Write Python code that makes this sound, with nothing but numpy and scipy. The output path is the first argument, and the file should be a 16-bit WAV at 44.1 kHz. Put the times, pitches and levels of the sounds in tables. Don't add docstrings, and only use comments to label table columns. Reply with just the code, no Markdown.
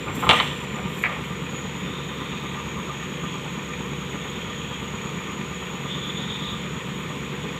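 import sys
import numpy as np
from scipy import signal
from scipy.io import wavfile
from scipy.ndimage import uniform_filter1d

SR = 44100
rng = np.random.default_rng(int(sys.argv[2]) if len(sys.argv) > 2 else 0)


def to_linear_factor(level_db):
    exponent = np.asarray(level_db, float) / 20
    return 10 ** exponent


def int16_out(signal):
    q = np.round(np.clip(np.atleast_2d(signal).T, -1, 1) * 32767)
    wavfile.write(sys.argv[1], SR, q.astype(np.int16))


N = 334713


def evened(x):
    return x / np.sqrt(np.mean(x ** 2) + 1e-20)


def curves(rows, outside=None):
    s, *columns = np.transpose(rows)
    t = np.arange(N) / SR
    return [np.interp(t, s, column, outside, outside) for column in columns]


def swells(rows, rise, fall, size=N):
    t = np.arange(size) / SR
    levels = []
    for s, hold, top in rows:
        before, after = np.maximum(s - t, 0), np.maximum(t - s - hold, 0)
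        levels.append(top - rise * before - fall * after)
    return np.max(levels, axis=0)


def wander(rate, size=1):
    knots = rng.standard_normal(int(N / SR * rate) + 2)
    return evened(np.interp(np.arange(0, N, size) * rate / SR, np.arange(len(knots)), knots))


def resonate(x, hz, width):
    turn = np.exp(2j * np.pi * np.cumsum(hz * np.ones(len(x))) / SR)
    r = np.exp(-np.pi * width / SR)
    return 2 * (turn * signal.lfilter([1 - r], [1, -r], x / turn)).real


def filtered(x, order, edges_hz, kind="band"):
    return signal.sosfilt(signal.butter(order, edges_hz, kind, fs=SR, output="sos"), x)


def coloured(points, patchy_db):
    hz = np.fft.rfftfreq(2048, 1 / SR)
    a, b, patches = rng.standard_normal((N // 512 + 5, 1025, 3)).T
    patches = uniform_filter1d(patches, size=14, axis=0)
    patches = evened(uniform_filter1d(patches, size=6, axis=1))
    f, db = np.transpose(points)
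    shape_db = np.interp(np.log(hz + 1), np.log(f + 1), db, -120, -120)
    spectrum = (a + 1j * b) * to_linear_factor(shape_db[:, None] + patchy_db * patches)
    return evened(signal.istft(spectrum, nperseg=2048, noverlap=1536)[1][:N])


# t/s, rate/four-stroke cycles per s
SPEED = [(0.0, 17.842), (0.69, 17.721), (1.38, 17.582), (2.07, 17.675), (2.76, 17.569), (3.45, 17.671),
         (4.14, 17.583), (4.83, 17.582), (5.52, 17.572), (6.21, 17.598), (6.9, 17.524), (7.59, 17.6)]


def cycles():
    return np.cumsum(curves(SPEED)[0]) / SR


THUMP_AT = 1.25

# f/Hz, level/dB per Hz
ROAR_LOW = [(25, -28), (50, -26), (75, -10), (105, -7.5), (170, 0.5), (250, -6), (310, -8.5), (400, -9.5),
            (500, -13), (560, -14), (670, -22.5), (1000, -11.5), (1250, -13.5), (1600, -21), (1800, -27)]
# f/Hz, level/dB per Hz
ROAR_HIGH = [(1400, -3), (1600, -9), (1850, -2), (2400, 1), (2850, -2.5), (3300, -0.5), (3750, -5.5),
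             (4200, -15.5), (5050, -27), (5600, -19.5), (6200, -22.5), (7500, -16), (8400, -25),
             (11100, -31), (13000, -23.5), (15500, -29.5)]


def roar():
    shake = np.maximum(swells([(.3, .04, 0.83)], 4.7, 4), 0)
    low_db = -35.5 + 6 * shake + 0.2 * wander(2.5)
    puff_db = 4 * np.exp(-((cycles() % 2 - THUMP_AT) / .2) ** 2)
    low = to_linear_factor(low_db + puff_db) * coloured(ROAR_LOW, 1.5)
    high = coloured(ROAR_HIGH, 1)
    air = filtered(high, 4, 4800, "high")
    air_db = -1.8 + 4 * shake + .8 * wander(14)
    high = high + (to_linear_factor(air_db) - 1) * air
    return low + to_linear_factor(-39 + 6.5 * shake) * high


# f/multiple of the cycle rate, level/dB rms
TONES = [(3.0, -67), (3.5, -63), (4.0, -48), (6.0, -57), (8.0, -42), (8.5, -54), (9.5, -46), (10.5, -43),
         (11.5, -53), (12.0, -46), (13.0, -57), (13.5, -53), (14.5, -53), (15.0, -56), (18.0, -62),
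         (21.0, -52), (22.0, -56), (23.0, -60), (24.0, -56), (25.5, -55), (26.0, -53), (26.5, -60),
         (27.5, -56), (28.0, -52), (30.0, -61), (36.0, -64), (52.0, -60), (54.5, -62), (58.0, -57),
         (76.0, -61)]


def tones():
    step = 8
    turned = cycles()[::step] - THUMP_AT
    fan_slip = .15 * wander(1, size=step)
    total = np.zeros(len(turned))
    for k, db in TONES:
        low = k < 16
        phase = 2 * np.pi * k * turned + (.4 if low else 3) * rng.standard_normal()
        phase += .4 * wander(4, size=step)
        if k % 10.5 == 0:
            phase += k * fan_slip
        total -= to_linear_factor(db + (3 if low else 4.5)) * (1 + .16 * wander(6, size=step)) * np.cos(phase)
    return signal.resample_poly(total, step, 1)[:N]


# t/cycles into the gear pattern, level/dB
KNOCKS = [(1.96, 0), (.45, -4), (.94, -2), (1.44, 1)]
# f/Hz, width/Hz, level/dB
BLOCK = [(840, 44, -18), (1006, 61, 6.5), (1330, 55, 0), (1816, 20, 8.5), (1925, 40, 6.5), (2200, 33, 2.5),
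         (2380, 40, 7.5), (2462, 36, 7), (3230, 54, 2.5)]


def knock():
    turned = cycles()
    gate = sum(to_linear_factor(db) * np.exp(-((turned - at) % 2) / .07) for at, db in KNOCKS)
    alike = rng.standard_normal(1250)[(turned * 2 % 1 * 1250).astype(int)]
    drive = gate * to_linear_factor(2.2 * wander(35)) * (alike + 0.88 * rng.standard_normal(N))
    block = sum(to_linear_factor(db) * evened(resonate(drive, hz, width)) for hz, width, db in BLOCK)
    return to_linear_factor(-45) * evened(filtered(block, 6, (650, 3800)))


# t/s, level/dB rms
PANEL = [(0, -49), (1.2, -43.5), (2.2, -45.5), (3.3, -43.5), (3.6, -49), (4.6, -44.5), (5.8, -43.5),
         (6.6, -47.5), (7.59, -47)]


def panel():
    mode_hz = 1200
    gate = .5 + np.exp(-((cycles() % 2 - 1.22) / .3) ** 4)
    shaking = gate * to_linear_factor(1.5 * wander(9)) * rng.standard_normal(N)
    rattle = resonate(shaking, mode_hz, 75)
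    return to_linear_factor(curves(PANEL)[0] - 1.0) * evened(resonate(rattle, mode_hz, 24))


# t/s, f/Hz, level/dB
TURBO = [(0, 7100, -48), (.17, 7460, -53), (.38, 7450, -49.5), (.7, 7090, -50), (1.25, 6870, -54),
         (1.6, 6850, -45.5), (2, 6870, -51), (2.5, 6770, -48.5), (3.8, 6795, -48.5), (6, 6840, -47.5),
         (7.59, 6840, -50.5)]


def turbo():
    hz, db = curves(TURBO)
    core_noise, skirt_noise = rng.standard_normal((2, N))
    core = evened(resonate(resonate(core_noise, hz, 54), hz, 320))
    skirt = evened(resonate(resonate(skirt_noise, hz - 120, 260), hz - 120, 370))
    return to_linear_factor(db + 1.0 * wander(30)) * evened(core + 0.67 * skirt)


# t/s, hold/s, level/dB, centre f/Hz
PULLS = [
    (1.842, .65, -44.5, 3594),
    (2.9, 0.55, -48.5, 3260),
    (4.198, 0.18, -44.5, 3500),
    (4.4, 0.37, -42, 3250),
    (5.604, .1, -47, 3250),
    (5.91, 0.59, -34, 3450),
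    (6.65, 0.95, -52, 3390),
]
# f/share of the centre, level/dB
PIPES = [(1, 3), (1.03, -2.5), (.94, -1), (.87, -7.5)]


def valve():
    hard_db = -38
    ends = []
    for s, hold, db, hz in PULLS:
        lift = hold * 280 * (db > hard_db)
        ends += [(s, hz), (s + hold, hz + lift)]
    hz = curves(sorted(ends))[0]
    db = swells([row[:3] for row in PULLS], 260, 120)
    t = np.arange(N) / SR
    bounce = np.cos(np.pi * 7.3 * (t - 5.858)) ** 10
    shut = bounce * np.clip((db - hard_db) / 3, 0, 1)
    drive = to_linear_factor(.9 * wander(40)) * rng.standard_normal(N)
    pipes = sum(to_linear_factor(g) * resonate(resonate(drive, hz * k, 72), hz * k, 260) for k, g in PIPES)
    return to_linear_factor(db - 7 * shut) * evened(pipes)


# t/s, hold/s, level/dB
THUDS = [
    (.08, .015, -30),
    (.19, .03, -37),
    (.296, .02, -28),
]


def ground():
    spectrum = [(45, -25), (70, 3), (110, 6), (200, -3), (400, 0), (560, -19)]  # f/Hz, level/dB
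    return to_linear_factor(swells(THUDS, 350, 230)) * coloured(spectrum, 0.96)


# t/s, hold/s, level/dB
SPRAYS = [
    (.146, .106, -46.5),
    (.295, .35, -59),
    (.89, .06, -55),
    (.96, 0.07, -49.5),
    (1.216, .088, -59),
]
# f/Hz, level/dB
SPRAY = [(4600, -24), (6600, -9), (7400, 4), (8300, -14), (10000, -12), (11500, -11), (12500, -3),
         (14000, -13), (15600, -13)]
# t/s, level/dB, f/Hz, width/Hz
TICKS = [
    (.634, -53, 8200, 400),
    (5.314, -56, 11500, 9000),
]


def soil():
    db = swells(SPRAYS, 900, 700)
    out = to_linear_factor(db + 2.2 * wander(90.4)) * coloured(SPRAY, 2.0)
    for s, db, hz, width in TICKS:
        puff = rng.standard_normal(500) * np.hanning(500) ** 2
        out[round(s * SR):][:500] += to_linear_factor(db) * evened(resonate(resonate(puff, hz, width), hz, width))
    return out


def ring(modes, share):
    t = np.arange(4000) / SR
    place = np.array(modes)[:, 0] / 1400 + rng.random()
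    signs = np.sign(np.cos(2 * np.pi * place))
    spot = to_linear_factor(1.5 * rng.standard_normal(len(modes))) * signs
    return sum(g * to_linear_factor(db - 60 * t / (t60 * share)) * np.sin(2 * np.pi * hz * t)
               for (hz, db, t60), g in zip(modes, spot))


# f/Hz, level/dB, t60/s
PLATE = [(490, -11, 0.18), (770, -10, 0.14), (890, -3, 0.12), (1038, 5, 0.052), (1137, 3.5, 0.041),
         (1214, -2, 0.2), (1335, -4.5, 0.091)]
WALLS = [(1690, -9, 0.06), (1735, -6, 0.069), (1835, -5.5, 0.097), (1960, -1, 0.05), (2240, 8.5, 0.025),
         (2220, -7, 0.063), (2340, -9, 0.071), (2530, -19, 0.11)]
TEETH = [(2785, -1.5, 0.1), (2856, -3, 0.044), (3060, 9.5, 0.05), (3355, -4, 0.13), (3500, -7, 0.069),
         (3620, -1, 0.065), (3910, -1.5, 0.042), (3900, 0, 0.037), (4300, -4, 0.046)]
# t/s, level/dB, ring time/share of free ringing
HEEL_BLOWS = [(.226, -15.5, .5), (.236, -11, .45), (.245, -16, 0.51), (.267, -11.5, 0.75), (.322, -8, 0.43),
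              (.334, -11, 1.3), (.405, -20, 0.65)]
TIP_BLOWS = [(.2915, 2, .36), (.298, -2, .35), (.309, -1, .3), (.312, -1.5, .25), (.351, -17, .3),
             (.400, -5, 0.53)]
SIDE_BLOWS = [(1.038, -1.5, 0.48), (1.049, -9, .4), (1.056, -10, .55), (1.063, -12, 0.59)]
# t/s, hold/s, plate level/dB, walls level/dB, teeth level/dB
GRINDS = [(0.079, 0.012, -30, -39, -44), (0.228, .045, -34, -39, -44), (0.295, 0.019, -16.5, -21, -18.5),
          (.33, 0.075, -25.5, -24, -25), (.41, 0.058, -37, -33, -28.5), (0.61, .03, -43, -45, -45),
          (0.769, .02, -32.5, -42, -52), (1.04, 0.019, -30.5, -24, -44), (1.057, 0.09, -34, -33.5, -52)]


def bucket():
    n = 60000
    places = [((0, -11, -25), HEEL_BLOWS),
              ((-6.5, -7, -0.99), TIP_BLOWS),
              ((-19, -1.6, -24), SIDE_BLOWS)]
    rise_ms = (2.3, 0.99, 0.18)
    grind_fade = (250, 230, 110)
    steel = np.zeros(n)
    for k, part in enumerate((PLATE, WALLS, TEETH)):
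        onset = np.minimum(np.arange(4000) / (rise_ms[k] * SR / 1000), 1)
        for place_db, blows in places:
            for s, strength_db, share in blows:
                tap = ring(part, share) * onset
                steel[round(s * SR):][:4000] += to_linear_factor(strength_db + place_db[k] - 1.5) * tap / abs(tap).max()
        rows = [(s, hold, parts_db[k]) for s, hold, *parts_db in GRINDS]
        grind_db = swells(rows, 1600, grind_fade[k], size=n)
        grit = rng.standard_normal(n) * to_linear_factor(1.3 * wander(150)[:n])
        steel += to_linear_factor(grind_db - 2.5) * evened(signal.oaconvolve(grit, ring(part, 0.19))[:n])
    steel = filtered(steel, 6, (423, 4350))
    fine = evened(filtered(rng.standard_normal(n), 2, (5400, 8600)))
    fine_db = swells([(.293, 0.009, -37.5)], 4000, 83, size=n) + 1.8 * wander(119)[:n]
    return np.pad(steel + to_linear_factor(fine_db) * fine, (0, N - n))


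def scene():
    engine = roar() + tones() + knock() + panel() + turbo()
    digging = valve() + ground() + soil() + bucket()
    return (engine + digging)[None]


def top_cut(x):
    return signal.sosfilt(signal.butter(12, 15770, fs=SR, output="sos"), x)


def record(dry):
    rounded = 1.5 * np.tanh(dry / 1.5)
    lowpass = signal.firwin(401, 15600, window=("kaiser", 10), fs=SR)
    limited = signal.oaconvolve(rounded, lowpass[None], "same")
    return top_cut(limited)


dry = scene()
out = record(dry)
int16_out(out)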